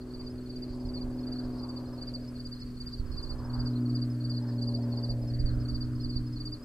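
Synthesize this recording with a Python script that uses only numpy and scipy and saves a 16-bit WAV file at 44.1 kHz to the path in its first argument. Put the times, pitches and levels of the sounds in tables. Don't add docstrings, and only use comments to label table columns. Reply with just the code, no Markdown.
import sys
import numpy as np
from scipy import signal
from scipy.io import wavfile

SR = 44100
rng = np.random.default_rng(int(sys.argv[2]) if len(sys.argv) > 2 else 0)


def int16_out(signal):
    q = np.round(np.clip(np.atleast_2d(signal).T, -1, 1) * 32767)
    wavfile.write(sys.argv[1], SR, q.astype(np.int16))


def rack_gain(trim_db):
    fader = np.asarray(trim_db, float)
    return 10 ** (fader / 20)


N = 293132

# time in seconds, four-stroke cycles per second.
ENGINE_SPEED = [(0, 20.66), (1.3, 20.8), (2.1, 20.44), (3.4, 20.45), (4.2, 20.28), (4.7, 19.87),
                (5.3, 19.98), (5.9, 20.5), (6.65, 20.16)]
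STRONG_ORDERS = [6, 12, 15, 18, 29]
# time in seconds, then the rms level in dB of each strong order.
STRONG_LEVELS = [(0.0, -53.5, -43, -63, -51, -76), (0.13, -48, -43, -58, -50.5, -70),
                 (1.35, -43.5, -36, -55.5, -51.5, -68), (2.0, -44, -41.5, -55, -54, -65.5),
                 (2.37, -45, -42, -70, -68, -79), (2.94, -47.5, -45.5, -62, -58, -82),
                 (3.26, -48.5, -48.5, -53, -54.5, -64.5), (3.59, -33.5, -37, -59, -60, -61),
                 (3.83, -32.5, -31.5, -45, -50, -64.5), (4.22, -32.5, -39.5, -44, -63, -63.5),
                 (4.76, -33, -35.5, -53.5, -55.5, -52), (5.42, -33, -44.5, -46, -65, -60),
                 (5.72, -34.5, -40, -46.5, -75, -63.5), (5.85, -35, -40.5, -45.5, -61, -71),
                 (6.18, -36.5, -40, -47.5, -54.5, -69), (6.29, -36.5, -42, -45.5, -68, -76),
                 (6.55, -42, -52.5, -47, -63, -68.5), (6.65, -58, -47, -65, -72, -65)]
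# order, mean rms level in dB, share of order 12's swing, share of the growl's swing [dB per dB],
# trend in dB per second.
UPPER_ORDERS = [(14, -54.5, .9, 0.23, 1.3), (20, -61.5, .4, 0.33, 0.54), (35, -77, .1, 1.62, -0.5)]
# order, mean peak level in dB.
WEAK_ORDERS = [(4, -61.5), (9, -72), (10, -69.5), (13, -70), (16, -62.5), (17, -67), (19, -74.5), (21, -63),
               (24, -68.5), (25, -70), (26, -65.5), (27, -65), (28, -69), (30, -69), (31, -77), (32, -74.5),
               (33, -79), (34, -71), (36, -87), (39, -76.5), (40, -84), (46, -78)]
# time in seconds, low growl in dB before an 8 dB cut,
# lower whoosh in dB and its centre in Hz, upper whoosh in dB and its centre in Hz.
ROAR = [(0.0, -59, -71, 1180, -70, 1410), (0.09, -58.5, -64.5, 1050, -71, 1445),
        (0.59, -58.5, -71.5, 1080, -70, 1470), (0.87, -53.5, -59, 942, -72.5, 1490),
        (1.35, -50.5, -65.5, 1060, -62.5, 1496), (1.65, -55, -54.5, 990, -65.5, 1370),
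        (2.16, -53.5, -68.5, 1070, -69, 1490), (2.76, -77, -70, 1120, -71.5, 1480),
        (3.42, -56, -56.5, 1010, -64, 1468), (3.57, -57, -53, 983, -57.5, 1398),
        (3.79, -56.5, -61, 1100, -64.5, 1408), (4.24, -57, -70, 1190, -66, 1477),
        (4.42, -58, -57, 919, -67.5, 1610), (4.78, -48, -66.5, 952, -73.5, 1466),
        (4.83, -50, -58, 913, -68, 1784), (4.91, -48.5, -58.5, 955, -67.5, 1410),
        (5.24, -49.5, -68.5, 907, -75, 1550), (5.39, -55, -78, 1050, -67, 1796),
        (5.52, -57.5, -70, 1190, -58.5, 1450), (5.64, -56, -63.5, 1160, -61, 1398),
        (6.29, -73.5, -69, 1080, -72, 1478), (6.65, -61, -65.5, 1170, -69, 1430)]
# time in seconds, level in dB, left over right in dB.
PORT_WIND = [(0.0, -50, -3), (0.83, -47.5, -4), (1.76, -49.5, -2.5), (2.94, -47, -4.5), (3.13, -44.5, -7.5),
             (4.16, -55, -4), (4.98, -57, -6), (5.57, -39.5, -5), (5.77, -40, -6), (6.65, -50, -2)]
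# time in seconds, peak in dB before the 19 Hz high-pass.
JOLTS = [(.707, -27.5), (.853, -28), (.89, -54), (1.044, -26), (1.455, -33), (3.001, -20.5), (3.102, -25.5),
         (3.198, -28), (3.318, -29), (3.396, -25), (3.582, -24), (5.105, -27), (5.223, -31), (5.32, -28),
         (5.403, -21), (5.448, -17), (5.533, -21), (5.633, -47), (5.733, -28), (6.053, -25), (6.163, -19),
         (6.5, -45)]
# frequency in Hz, level in dB per Hz.
AIR_SPECTRUM = [(30, -61), (80, -87.5), (130, -76.5), (200, -79), (330, -78.5), (500, -91), (800, -100),
                (1600, -101), (2500, -105), (3300, -108), (6300, -109), (9000, -113), (13000, -119),
                (16000, -119)]
# frequency in Hz, likeness from 0 to 1.
AIR_LIKENESS = [(60, 1), (500, 0.9), (1200, 0.39), (2500, 0.47), (6000, 0.23), (10000, 0.71), (13000, .1)]
# centre in Hz, width in Hz, level in dB at the height of the swell,
# left over right in dB, throb depth in dB.
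FAR_INSECTS = [(4600, 560, -66.5, 0.5, 4.5), (7920, 920, -79.5, -1, 1.5), (9600, 1500, -79, 1, 2),
               (12070, 1200, -84, 19.5, 1.2), (14500, 780, -89, 20, 1)]
# time in seconds, peak in dB, pitch in Hz, side (1 left, -1 right).
STRAY_STROKES = [(0.018, -55, 4350, 1), (0.389, -56.5, 4320, 1), (0.54, -53.5, 4440, -1),
                 (0.974, -45, 4420, 1), (1.195, -53.5, 4370, 1), (1.367, -46, 4410, 1),
                 (1.863, -54.5, 4240, 1), (2.571, -52, 4260, 1), (2.626, -44, 4480, 1),
                 (2.671, -53.5, 4580, -1), (2.993, -48.5, 4570, -1), (3.125, -51.5, 4420, 1),
                 (3.206, -49, 4370, 1), (3.272, -48.5, 4430, 1), (3.335, -54, 4370, 1),
                 (3.66, -51.5, 4990, 1), (3.74, -57, 4050, 1), (3.767, -45.5, 4270, 1),
                 (3.995, -53, 4500, 1), (4.349, -44, 4370, 1), (4.72, -50, 4330, 1),
                 (4.829, -53.5, 4550, -1), (4.931, -46.5, 4420, 1), (4.99, -51, 4980, 1),
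                 (5.495, -43.5, 4390, 1), (5.847, -55.5, 4980, 1), (6.136, -46, 4370, 1)]
# third stroke's time in seconds,
# chirp level in dB, ms from second to third stroke, ms from third to fourth.
NEAR_CHIRPS = [(.208, -43, 58, 68), (.568, -42, 63, 65), (.952, -41.5, 54, 70), (1.33, -41, 51, 66),
               (1.701, -40, 60, 72), (2.084, -39, 57, 68), (2.464, -39.5, 58, 67), (2.877, -38.5, 61, 63),
               (3.238, -38, 54, 71), (3.607, -38.5, 62, 66), (3.962, -38.5, 58, 66), (4.311, -38, 57, 66),
               (4.686, -38, 55, 66.6), (5.043, -37.5, 60, 64), (5.405, -39, 59, 66), (5.756, -37.5, 59, 65),
               (6.104, -37.5, 55.5, 66.4), (6.469, -36, 57, 66)]
# level against the chirp in dB, pitch in Hz.
NEAR_STROKES = [(-11.5, 4410), (-3, 4625), (-0.3, 4685), (-0.35, 4633)]
# second stroke's time in seconds, chirp level in dB.
FAR_CHIRPS = [(.308, -55), (.869, -55), (1.21, -57.5), (1.594, -56.5), (1.941, -54), (2.288, -53),
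              (2.615, -52.5), (3.127, -53.5), (3.455, -54), (4.113, -53.5), (4.493, -51.5), (4.84, -54),
              (5.288, -51.5), (5.613, -55.5), (6.023, -52), (6.336, -50), (6.695, -50)]
# level against the chirp in dB, pitch in Hz.
FAR_STROKES = [(-4, 5030), (0.5, 5140)]
# stroke number, time in seconds.
TRILL_TEMPO = [(0, .069), (39, 2.323), (51, 3.009), (68, 4.014), (89, 5.233), (113, 6.63)]
# start in seconds, level at the crest in dB.
TICKS = [(0.5596, -64), (1.3269, -64), (1.6901, -64), (2.0253, -63), (2.1355, -65), (2.4668, -63),
         (2.8125, -62), (3.2291, -62), (3.6726, -62), (4.2956, -64), (4.6214, -60.5), (4.7396, -78),
         (5.112, -65), (5.4575, -64.5), (5.684, -62), (6.4572, -63)]


def rms_one(x):
    return x / np.sqrt(np.mean(x ** 2) + 1e-20)


def in_time(rows):
    s, *columns = np.transpose(rows)
    return [np.interp(np.arange(N) / SR, s, column) for column in columns]


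def at_hz(points, hz):
    point_hz, values = np.transpose(points)
    return np.interp(np.log(hz), np.log(point_hz), values)


def drift(rate_hz):
    pole = np.exp(-80 * np.pi * rate_hz / SR)
    coarse = rng.standard_normal(N // 40 + 2002)
    slow = signal.lfilter([1], [1, -2 * pole, pole * pole], coarse)[2000:]
    return np.interp(np.arange(N) / 40, np.arange(len(slow)), rms_one(slow))


def stereo_band(low_hz, high_hz, alike, order=2):
    sos = signal.butter(order, [low_hz, min(high_hz, .45 * SR)], "band", fs=SR, output="sos")
    mid, side = signal.sosfilt(sos, rng.standard_normal((2, N))) * np.sqrt(SR / 4)
    alike = np.clip(alike, 0, 1)
    return np.sqrt(1 + alike) * mid + np.sqrt(1 - alike) * side * [[1], [-1]]


def panned(x, left_db):
    return x * rack_gain(np.multiply.outer([.5, -.5], left_db * np.ones(N)))


def whoosh(centre_hz, width_hz):
    sos = signal.butter(2, width_hz / 2, fs=SR, output="sos")
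    slow = signal.sosfilt(sos, rng.standard_normal(size=(4, N)))
    turn = 2 * np.pi * np.cumsum(centre_hz) / SR
    mid, side = slow[:2] * np.cos(turn) + slow[2:] * np.sin(turn)
    return rms_one(mid + 0.33 * side * [[1], [-1]])


def aircraft():
    cycles_hz, = in_time(ENGINE_SPEED)
    levels_db = in_time(STRONG_LEVELS)
    growl_db, lower_db, lower_hz, upper_db, upper_hz = in_time(ROAR)
    twelfth_swing = levels_db[1] - np.mean(levels_db[1])
    growl_swing = growl_db - np.mean(growl_db)
    phase = 2 * np.pi * np.cumsum(cycles_hz) / SR
    from_middle_s = (np.arange(N) - N / 2) / SR

    strong = list(zip(STRONG_ORDERS, levels_db))
    for order, db, with_twelfth, with_growl, db_per_s in UPPER_ORDERS:
        swing = with_twelfth * twelfth_swing + with_growl * growl_swing
        strong.append((round(order), db + swing + db_per_s * from_middle_s + 2.42 * drift(1.52)))

    tone = np.zeros(N)
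    path = 0.0037 * drift(5.9)
    for order, db in strong:
        wobble = order * (path + 0.0014 * drift(3.7))
        start = rng.uniform(0, 2 * np.pi) * (order % 6 > 0)
        tone += np.sqrt(2) * rack_gain(db + 0.77 * drift(7.8)) * np.cos(order * phase + wobble + start)
    for order, db in WEAK_ORDERS:
        fading_db = db + 0.71 * growl_swing + 3.04 * drift(1.2)
        wobble = .012 * order * drift(4.9)
        tone += rack_gain(fading_db) * np.sin(round(order) * phase + wobble + rng.uniform(0, 2 * np.pi))

    growl = rack_gain(growl_db - 8.0 + 2.5 * drift(13.0)) * rms_one(stereo_band(410, 716, alike=0.78))
    lower = rack_gain(lower_db + 1.5 * drift(6.9)) * whoosh(lower_hz, width_hz=340)
    upper = rack_gain(upper_db + 1.85 * drift(8.6)) * whoosh(upper_hz, width_hz=470)
    gate = 1 + 0.12 * np.sin(phase) + 0.089 * np.sin(2 * phase) + 0.19 * np.sin(6 * phase)
    return tone + panned(gate * (growl + lower + upper), left_db=1.4)


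def wind():
    jolt_ms, flurry_s = 3.8, 0.038
    flurry_db = -12.5
    level_db, left_db = in_time(PORT_WIND)
    jolts, flurry, t = np.zeros(N), np.zeros(N), np.arange(N) / SR
    for s, db in JOLTS:
        jolts += rack_gain(db) * np.exp(-((t - s) / (jolt_ms / 1000)) ** 2)
        flurry += rack_gain(db + flurry_db) * np.exp(-((t - s) / flurry_s - 1) ** 2)
    lumps = rms_one(stereo_band(5.35, 81, alike=0.96, order=3)) * rack_gain(level_db + 2.4 * drift(8.4))
    buffets = rms_one(stereo_band(12.6, 56, alike=1.0)) * flurry
    jolts = signal.sosfilt(signal.butter(2, 19, "high", fs=SR, output="sos"), jolts)
    return panned(lumps + buffets + jolts, left_db + .5 * drift(3.0))


def air():
    edges = 30 * 2 ** np.arange(0, 9.6, .5)
    out = 0
    for low, high in zip(edges, edges[1:]):
        hz = np.sqrt(low * high)
        flicker_db = 1.8 if hz < 3000 else .5
        gain = rack_gain(at_hz(AIR_SPECTRUM, hz) + flicker_db * drift(5.9))
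        out = out + gain * stereo_band(low, high, at_hz(AIR_LIKENESS, hz))
    return panned(out, left_db=2.3)


def stroke(strokes, lead_us, left_db, squeeze, bend):
    start_ms, attack_ms, crest_ms, half_ms, roundness = -23.5, 11, -1.2, 21.9, 1.97
    arch_ms, arch_rise, sag_per_ms2 = -5.5, 0.0116, 0.0002685
    out = np.zeros((2, N))
    chance = rng.standard_normal(size=(len(strokes), 3))
    around = np.arange(-1100, 1100)
    loudest_db = np.max(np.array(strokes)[:, 1])
    for (s, db, hz), (a, b, c) in zip(strokes, chance):
        effort = np.clip(1 + squeeze * (db - loudest_db), .4, 1)
        along_ms = around / (SR / 1000) / (effort * (1 + .09 * a))
        arch = np.maximum(arch_rise - sag_per_ms2 * (along_ms - arch_ms) ** 2, -.3)
        pitch = hz * (1 + bend * effort * (1 + .1 * c) * arch)
        phase = 2 * np.pi * (np.cumsum(pitch) / SR + b)
        lead = np.pi * pitch * lead_us * 1e-6 * [[1], [-1]]
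        attack = np.clip((along_ms - start_ms) / attack_ms, 0, 1)
        swell = np.cos(np.pi / 2 * np.clip((along_ms - crest_ms) / half_ms, -1, 1)) ** roundness
        wave = rack_gain(db) * attack * swell * np.sin(phase + lead)
        at = round(s * SR) + around
        inside = (at >= 0) & (at < N)
        out[:, at[inside]] += wave[:, inside]
    return panned(out * rack_gain(2.0 * drift(180.0)), left_db)


def chorus(count=90):
    swell_db, peak_s, span_s = 2.5, 4.2, 3.4
    out = 0
    for lead_us in (50, -20):
        draws = rng.random(size=(count, 3))
        strokes = [(a * N / SR, -60 - 7 * b, 4250 + 800 * c) for a, b, c in draws]
        out = out + stroke(strokes, lead_us, left_db=1, squeeze=0.0069, bend=0.734)
    slow_db = -swell_db * ((np.arange(N) / SR - peak_s) / span_s) ** 2
    for hz, width, db, left_db, throb_db in FAR_INSECTS:
        band = rms_one(stereo_band(hz - width / 2, hz + width / 2, alike=0.66))
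        out = out + panned(rack_gain(db + slow_db + throb_db * drift(12.4)) * band, left_db)
    return out


def chirp(s, db, offsets_ms, strokes):
    chance = rng.standard_normal(size=(len(strokes), 2))
    return [(s + ms / 1000, db + step_db + 1.1 * a, hz + 22 * b)
            for ms, (step_db, hz), (a, b) in zip(offsets_ms, strokes, chance)]


def crickets():
    pickup_ms, far_gap_ms = 39, 60
    left = [row[:3] for row in STRAY_STROKES if row[3] > 0]
    right = [row[:3] for row in STRAY_STROKES if row[3] < 0]
    for s, db, before_ms, after_ms in NEAR_CHIRPS:
        left += chirp(s, db, [-before_ms - pickup_ms, -before_ms, 0, after_ms], NEAR_STROKES)
    for s, db in FAR_CHIRPS:
        right += chirp(s, db, [-far_gap_ms, 0], FAR_STROKES)
    direct = (stroke(left, lead_us=59, left_db=-0.4, squeeze=0.02036, bend=1.056)
              + stroke(right, lead_us=-30, left_db=-2.0, squeeze=0.0257, bend=1.11))
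    out = direct.copy()
    for delay_s, db in [(.009, -12.5), (.023, -17), (.047, -29)]:
        lag = round(delay_s * SR)
        out[:, lag:] += rack_gain(db) * direct[:, :-lag]
    return out


def triller():
    number, s = np.transpose(TRILL_TEMPO)
    times = np.interp(np.arange(number[-1] + 1), number, s)
    chance = rng.standard_normal(size=(len(times), 3))
    strokes = [(s + .002 * a, -73.5 + 1.6 * b, 7920 + 60 * c) for s, (a, b, c) in zip(times, chance)]
    return stroke(strokes, lead_us=8.1, left_db=4.0, squeeze=0.0088, bend=0.544)


def ticks():
    puff_ms = 4.5
    t = np.arange(N) / SR
    puffs = sum(rack_gain(db) * np.exp(-((t - s) * 1000 / puff_ms - 1) ** 2) for s, db in TICKS)
    return panned(puffs * rms_one(stereo_band(5040, 8300, alike=0.31)), left_db=0.0)


def scene():
    return aircraft() + wind() + air() + chorus() + crickets() + triller() + ticks()


def top_cut(x):
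    return signal.sosfilt(signal.butter(12, 15620, fs=SR, output="sos"), x)


def record(dry):
    return top_cut(dry)


dry = scene()
out = record(dry)
int16_out(out)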